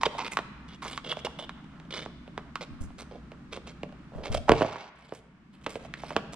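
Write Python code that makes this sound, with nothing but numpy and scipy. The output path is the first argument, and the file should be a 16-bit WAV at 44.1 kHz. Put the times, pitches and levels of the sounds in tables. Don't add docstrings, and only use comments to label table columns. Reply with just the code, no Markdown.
import sys
import numpy as np
from scipy import signal
from scipy.fft import rfft, irfft, next_fast_len
from scipy.io import wavfile
from scipy.ndimage import uniform_filter1d, minimum_filter1d, map_coordinates

SR = 44100
rng = np.random.default_rng(int(sys.argv[2]) if len(sys.argv) > 2 else 0)


def materialize(psi):
    bounded = np.clip(np.atleast_2d(psi).T, -1, 1)
    quanta = np.round(bounded * 32767).astype(np.int16)
    wavfile.write(sys.argv[1], SR, quanta)


N = 280299
TIME = np.arange(N) / SR
BLOW_SAMPLES = 2048


def undb(db):
    return 10 ** (np.asarray(db) / 20)


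def unit(x):
    return x / np.sqrt(np.mean(np.abs(x) ** 2) + 1e-20)


def freqs(size):
    return np.maximum(np.fft.rfftfreq(size, 1 / SR), 1)


def gain_curve(f, points):
    hz, db = np.transpose(points)
    return undb(np.interp(np.log(f), np.log(hz), db))


def colour(x, points):
    size = next_fast_len(x.shape[-1])
    return irfft(rfft(x, size) * gain_curve(freqs(size), points), size)[..., :x.shape[-1]]


def resonance(f, hz, width):
    return 1 / (1 + 1j * (f * f - hz * hz) / (f * width))


def add(out, t, x):
    i = max(int(t * SR), 0)
    out[i:i + len(x)] += x[:max(N - i, 0)]


def stereo_noise(points, side_db):
    mid, side = unit(colour(rng.standard_normal((2, N)), points))
    return mid + undb(side_db) * side * np.array([[1], [-1]])


# f/Hz, relative level/dB
DRONE_SPECTRUM = [(20, -8), (45, -4), (64, 7.5), (90, -14.5), (150, 5.5), (180, 3), (240, 2.5), (310, -3.5),
                  (420, -18.5), (800, -56)]
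HISS_SPECTRUM = [(100, -27), (400, -4), (650, -14.5), (1200, -5), (2400, -13.5), (4000, -19.5), (8000, -30),
                 (15000, -41)]

def room_tone(drone_db=-48, hiss_db=-65):
    drone = undb(drone_db) * stereo_noise(DRONE_SPECTRUM, side_db=-16)
    return drone + undb(hiss_db) * stereo_noise(HISS_SPECTRUM, side_db=0.5)


# f/Hz, relative level/dB
SKIN_SPECTRUM = [(200, -19), (600, 2.5), (1300, 6.5), (3200, -12.5), (5500, -23.5), (9000, -40.5),
                 (15000, -42.5)]

def fingers(db=-61, rubs_per_s=120, decay_s=0.035):
    ticks = (rng.random(N) < rubs_per_s / SR) * (.3 + rng.random(N))
    envelope = signal.fftconvolve(ticks, np.exp(-TIME[:SR // 10] / decay_s))[:N]
    rub = colour(envelope * rng.standard_normal(N), SKIN_SPECTRUM)
    grip = np.interp(TIME, [4.3, 4.5, 5.5, 5.7], [1.0, 0.3, 0.71, 0.77])
    return undb(db) * grip * unit(rub)


def stick_slip(size, slips_per_s=220, release_s=.0018, steady_share=.3):
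    onsets = np.cumsum(rng.gamma(3, 1 / 3, size // 40)) * SR / slips_per_s
    onsets = onsets[onsets < size].astype(int)
    clicks = np.zeros(size)
    clicks[onsets] = undb(2.5 * rng.standard_normal(len(onsets)))
    bursts = signal.lfilter([1], [1, -np.exp(-1 / (release_s * SR))], clicks)
    return (unit(bursts) + steady_share) * rng.choice([-1, 1], size)


# t/s, length/s, fastest point/share of length,
# wall rub/dB, hollow panel/dB, edge squeak/dB, fibre hiss/dB
SLIDES = [(0.005, 0.035, 0.39, -52, -48, -65, -72.0), (0.049, 0.02, 0.81, -42, -42, -41.5, -68),
          (0.109, 0.081, 0.99, -65, -49, -61, -68), (0.179, 0.066, 0.21, -44.0, -41, -52.5, -63),
          (0.243, 0.029, 0.4, -46, -67, -54, -61), (0.269, 0.015, 0.24, -51.5, -71, -66, -65),
          (0.308, 0.054, 0.3, -49.5, -70, -54.5, -53.5), (0.681, 0.083, 0.88, -59.5, -73, -62.5, -75),
          (0.819, 0.086, 0.31, -48.5, -51.5, -74, -60.5), (0.866, 0.13, 0.14, -49.5, -76, -57, -58),
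          (0.928, 0.014, 0.18, -58, -66, -57.5, -75), (1.04, 0.089, 0.11, -52, -54.5, -51.5, -68.0),
          (1.085, 0.054, 0.52, -45.0, -50.5, -40.5, -58), (1.174, 0.038, 0.36, -58, -68, -65, -71),
          (1.245, 0.03, 0.18, -45.5, -45.5, -48, -58), (1.384, 0.037, 0.14, -54.5, -52.5, -51.5, -66.0),
          (1.422, 0.036, 0.1, -58.5, -57, -54.5, -70), (1.904, 0.16, 0.43, -44, -57, -49, -62),
          (2.608, 0.046, 0.15, -48.5, -53.5, -68, -67), (2.803, 0.07, 0.1, -72, -66.5, -81, -61.5),
          (2.979, 0.067, 0.38, -53, -63, -77, -61.5), (3.109, 0.086, 0.076, -64, -52.5, -74, -84.0),
          (3.513, 0.073, 0.22, -48, -56, -60, -66.5), (3.654, 0.077, 0.37, -55, -61.5, -65, -70),
          (4.118, 0.24, 0.95, -67, -48, -70, -83), (4.229, 0.067, 0.44, -46.5, -49, -62, -65.5),
          (4.316, 0.028, 0.42, -51, -59, -61.5, -60.5), (4.337, 0.034, 0.32, -42, -38, -52.5, -52),
          (4.367, 0.018, 0.56, -53, -53, -57, -62), (4.474, 0.062, 0.85, -60, -37.5, -61.5, -68.5),
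          (4.546, 0.35, 0.099, -35, -35, -47, -60), (4.952, 0.26, 0.5, -53.5, -59, -64, -65.5),
          (5.134, 0.074, 0.2, -51, -58.5, -62, -52.5), (5.523, 0.08, 0.19, -64.5, -86.5, -72, -73),
          (5.608, 0.062, 0.58, -61.5, -85, -68, -69), (5.686, 0.096, 0.13, -51.5, -61, -67, -56.5),
          (5.794, 0.08, 1, -62, -59.5, -78, -72), (5.97, 0.2, 0.71, -53, -69, -68, -65.5),
          (6.322, 0.027, 0.21, -56, -61, -82, -61.5)]
# from t/s, panel f/Hz, width/share of f, squeak f/Hz
GRIPS = [(0, 940, 0.13, 3320), (0.17, 955, 0.19, 2220), (0.55, 1020, 0.38, 3090), (1.0, 560, 0.29, 3010),
         (1.35, 677, 0.58, 3180), (1.8, 570, 0.3, 3205), (2.5, 550, 0.68, 2240), (2.75, 533, 0.9, 2870),
         (4.28, 595, 0.18, 2840), (4.43, 862, 0.22, 2414), (4.9, 637, 0.79, 2750)]
# f/Hz, width/Hz, relative level/dB
WALL_RESONANCES = [(470, 250, 4), (1150, 980, 5), (2164, 280, 4), (3450, 1300, -2.5), (4655, 1000, -12)]
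# f/Hz, relative level/dB
FIBRE_SPECTRUM = [(3000, -38.5), (5000, -1.5), (6800, 2), (7600, 2), (8800, 3), (10500, -3), (13000, -7.5),
                  (15500, -10.5)]

def scrapes(dull_hz=6000, squeak_width_hz=290, glide=.012, fade_s=0.002, lid_lands_s=4.494):
    out = np.zeros(N)
    for start, length, fastest, rub_db, panel_db, squeak_db, hiss_db in SLIDES:
        _, panel_hz, breadth, squeak_hz = GRIPS[sum(start >= grip[0] for grip in GRIPS[1:])]
        if start < lid_lands_s:
            length = min(length, lid_lands_s - start)
        size = next_fast_len(int(length * SR) + BLOW_SAMPLES)
        f, t = freqs(size), TIME[:size]
        speed = np.interp(t / length, [0, np.clip(fastest, .01, .99), 1], [0.45, 1, 0.1])
        fade = np.clip(np.minimum(t, length - t) / fade_s, 0, 1)
        force = rfft(stick_slip(size) * speed * fade)

        def shake(response, db):
            return undb(db) * unit(irfft(force * response, size))

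        walls = sum(undb(db) * resonance(f, hz, width) for hz, width, db in WALL_RESONANCES)
        walls /= 1 + (f / dull_hz) ** 4
        panel = resonance(f, panel_hz, breadth * panel_hz) * resonance(f, panel_hz, panel_hz)
        low, centre, high = (resonance(f, ratio * squeak_hz, squeak_width_hz) for ratio in (.93, 1, 1.1))
        squeak = (low - centre + high) * resonance(f, squeak_hz, width=1100)
        card = shake(walls, rub_db) + shake(panel, panel_db) + shake(squeak, squeak_db)
        drift = glide * rng.standard_normal() * (t / length - 1)
        card = map_coordinates(card, [SR * t * (1 + drift)])
        hiss = shake(gain_curve(f, FIBRE_SPECTRUM), hiss_db)
        add(out, start, (card + hiss) * np.sqrt(size / SR / length))
    return out


# f/Hz, relative level/dB
EDGE_SPECTRUM = [(300, -18.5), (700, -11), (1500, 1), (2300, -1), (3200, -1.5), (4000, -9.5), (5200, -13),
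                 (8000, -21.5), (11000, -23.5), (15000, -29)]

def blow(hz, edge_db, breadth, noise, grit=0.6, grit_s=0.0029, scatter=0.34, scatter_s=0.0098,
         travel_1khz_s=0.0017, lead_s=.001):
    f, t = freqs(BLOW_SAMPLES), TIME[:BLOW_SAMPLES]
    push = 1 / (1 + 1j * f / (2.74 * hz))
    leak = 1j * f / (0.015 * hz / breadth + 1j * f)
    flex = unit(push * leak * resonance(f, hz, breadth * hz) * resonance(f, hz, 14 * breadth * hz))
    stiffness = hz / 700
    thud = unit(push * resonance(f, 0.45 * hz, .5 * hz) * resonance(f, hz, 11 * hz))
    thud *= 2 * breadth * undb(-11) / stiffness
    edge = unit(gain_curve(f / stiffness ** 0.32, EDGE_SPECTRUM) * resonance(f, 2100, width=8400))
    edge *= undb(edge_db) / np.hypot(1, grit)
    crush = unit(rfft(noise * np.exp(-t / grit_s)))
    folds = 1 + scatter * unit(rfft(noise[::-1] * np.sqrt(t) * np.exp(-t / scatter_s)))
    spectrum = (flex + thud + edge) * folds + grit * crush * edge
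    bending = np.exp(-4j * np.pi * travel_1khz_s * np.sqrt(1000 * f))
    wave = irfft(spectrum * bending * np.exp(2j * np.pi * f * lead_s))
    return np.roll(wave, BLOW_SAMPLES // 8)


# t/s, relative level/dB, f/Hz, sharp edge/dB, width/share of f
BLOWS = [ (0.0339, -12.5, 996, -4.5, 0.18), (0.0642, -17, 494, -3.5, 0.27), (0.15, -31, 605, -19, 0.26),
         (0.3709, -15.5, 1184, -2, 0.32), (0.3893, -23.5, 900, -3.5, 1.04), (0.8224, -34.5, 1160, -7, .3),
         (0.855, -34.5, 796, -16, 1.4), (0.8603, -29, 940, -16, 0.34), (0.9769, -26.5, 1200, -0.5, 0.23),
         (1.125, -27, 1110, -4, 0.35), (1.17, -28, 640, -6, 0.31), (1.2687, -25, 880, -8.5, 0.25),
         (1.3899, -38, 885, -1.5, 0.45), (1.494, -31, 1180, -2.5, 0.42), (1.8, -47.5, 800, 3.5, 0.35),
         (2.061, -30.5, 656, -25, 0.73), (2.278, -39, 565, -5.5, 0.36), (2.378, -26, 880, -5.5, 0.98),
         (2.5566, -24, 1240, -1, 0.25), (2.905, -46.5, 700, -6.5, 0.46), (3.3186, -38.5, 555, -2.5, 0.49),
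         (3.573, -32, 515, -29, 0.45), (3.833, -27, 480, -4, 0.61), (3.925, -42, 600, -5.5, 0.31),
         (4.3745, -27.5, 680, -12, 0.11), (4.484, -21.5, 720, -31, 0.29), (4.494, 6, 704, -13, 0.67),
         (4.5076, -4, 543, -30, 0.51), (4.5187, 3, 543, -2.5, 0.73), (4.537, -7.5, 505, -26, 0.62),
         (4.6095, -4.5, 550, -8, 0.51), (4.6194, -1.5, 595, -6.5, 0.71), (4.6276, -4.5, 670, -8.5, 0.33),
         (4.6472, -7.5, 596, -19, 0.38), (4.7584, -17, 980, -13, 0.37), (5.1228, -15.5, 479.2, -42, 0.42),
         (5.6638, -21, 1100, -2.5, 0.4), (5.6669, -22, 490, -0.5, 0.59), (5.756, -24, 480, -5, 0.46),
         (5.851, -35, 657, -9, .3), (5.9394, -29.5, 1850, -4.5, 0.37), (6.0355, -27, 710, -23, 0.32),
         (6.1062, -29.5, 900, -5.5, 0.67), (6.116, -30.5, 604, -17, 0.19), (6.1586, -29, 740, -30, 0.24),
         (6.1648, -15.5, 690, 0.5, 1.02)]

def knocks(gain_db=18):
    out = np.zeros(N)
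    for t, db, hz, edge_db, breadth in BLOWS:
        knock = blow(hz, edge_db, breadth, rng.standard_normal(BLOW_SAMPLES))
        add(out, t - BLOW_SAMPLES // 8 / SR, undb(db + gain_db) * knock)
    return out


# f/Hz, relative level/dB, t60/s
HOLLOW_MODES = [(153, -32.5, 0.34), (324, -31, 0.13), (457, -20, 0.11), (528, -29.5, 0.082),
                (628, -26, 0.06), (696, -20.5, 0.074), (775, -32.5, 0.1), (980, -37.5, 0.071),
                (1155, -19, 0.045), (2660, -25, 0.017)]

def box_ring(blows, ring_db=-25, gripped_db=-8):
    t = TIME[:SR // 2]
    ring = sum(undb(db - 60 * t / t60) * np.sin(2 * np.pi * hz * t) for hz, db, t60 in HOLLOW_MODES)
    loose = (TIME > 4.45) & (TIME < 5)
    drive = blows * np.where(loose, 1, undb(gripped_db))
    return undb(ring_db) * signal.fftconvolve(drive, ring)[:N]


def creaks(db=-31, hz=850, count=4):
    out = np.zeros(N)
    times = rng.uniform(1, 4.2, count)
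    for t, (offset_db, detune) in zip(times, rng.standard_normal((count, 2))):
        noise = rng.standard_normal(BLOW_SAMPLES)
        tick = blow(hz * np.exp(.25 * detune), edge_db=-3, breadth=.3, noise=noise)
        add(out, t, undb(db + offset_db) * tick)
    return out


# t/s, level/dB
GUSTS = [(2.706, -42.5), (2.805, -34), (4.156, -36), (4.3, -30), (4.349, -38), (4.496, -16), (4.61, -46)]
# f/Hz, relative level/dB
GUST_SPECTRUM = [(15, 5), (28, 1.5), (50, -1), (85, 3.5), (140, -9), (250, -6.5), (500, -52.5)]

def air_puffs(swell_s=0.002, decay_s=0.049):
    envelope = np.zeros(N)
    for t, db in GUSTS:
        swell = np.clip((TIME - t) / swell_s, 0, 1)
        envelope += undb(db) * swell * np.exp(-np.abs(TIME - t) / decay_s)
    return envelope * stereo_noise(GUST_SPECTRUM, side_db=-1.5)


# f/Hz, left minus right/dB
PORT_BALANCE = [(100, -1.5), (300, -5), (900, -3.5), (2200, -1.5), (4000, -3.5), (8000, -6.5), (13000, -14)]

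def direct_sound(box, lag_s=.000046):
    size = next_fast_len(N + 64)
    f = freqs(size)
    ratio = gain_curve(f, PORT_BALANCE)
    left = ratio * np.exp(-2j * np.pi * f * lag_s)
    ports = np.array([left, np.ones(len(f))]) * 2 / (1 + ratio)
    return irfft(rfft(box, size) * ports, size)[:, :N]


# f/Hz, t60/s, relative level/dB
ECHO_BANDS = [(101, 0.42, -5), (306, 0.76, -15), (554, 0.52, -11.5), (950, 1.25, -14.5), (2040, 1.7, -11.5),
              (4500, 0.9, -12.5), (8540, 0.44, -13), (15000, 0.42, -19)]

def room_echo(x, wet_db=-1, gap_s=0.0022, build_s=0.017, alike_below_hz=2200):
    size = SR * 3 // 2
    f, t = freqs(size), TIME[:size]
    mid, side = rfft(rng.standard_normal((2, size)))
    apart = np.minimum(f / alike_below_hz, 1)
    noise = (mid + np.array([[1], [-1]]) * apart * side) / np.sqrt(1 + apart ** 2)
    log_centres = np.log([row[0] for row in ECHO_BANDS])
    tail = 0
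    for (_, t60, db), weight in zip(ECHO_BANDS, np.eye(len(ECHO_BANDS))):
        fade = np.clip((t - gap_s) / build_s, 0, 1) * undb(-60 * t / t60)
        band = irfft(noise * np.interp(np.log(f), log_centres, weight), size)
        tail += undb(db) * band * fade / np.linalg.norm(fade)
    return undb(wet_db) * signal.fftconvolve(x[None], tail, axes=1)[:, :N]


def limiter(x, ceiling_db=-0.6, ahead_s=0.00088, hold_s=0.65, release_db_per_s=16.5):
    ahead, half_hold = int(ahead_s * SR), int(hold_s * SR) // 2
    peak_db = 20 * np.log10(np.abs(x).max(axis=0) + 1e-9)
    cut_db = minimum_filter1d(np.minimum(ceiling_db - peak_db, 0), 2 * ahead + 1)
    held_db = minimum_filter1d(cut_db, 2 * half_hold + 1, origin=half_hold)
    recovery_db = release_db_per_s * TIME
    gain_db = np.minimum.accumulate(held_db - recovery_db) + recovery_db
    return x * undb(uniform_filter1d(gain_db, ahead))


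def scene():
    blows = knocks() + creaks()
    box = blows + box_ring(blows) + scrapes() + fingers()
    place_times = np.linspace(0, N / SR, 7)
    crossfades = (np.sqrt(np.interp(TIME, place_times, here)) for here in np.eye(len(place_times)))
    echo = sum(room_echo(box * fade) for fade in crossfades)
    return direct_sound(box) + echo + room_tone() + air_puffs()


# f/Hz, level/dB
MICROPHONE_RESPONSE = [(8800, 0), (11000, -8), (13000, -8), (15500, -34)]

def record(dry, top_hz=15700):
    heard = limiter(colour(dry, MICROPHONE_RESPONSE))
    return signal.sosfilt(signal.ellip(8, .2, 70, top_hz, fs=SR, output="sos"), heard)


dry = scene()
out = record(dry)
materialize(out)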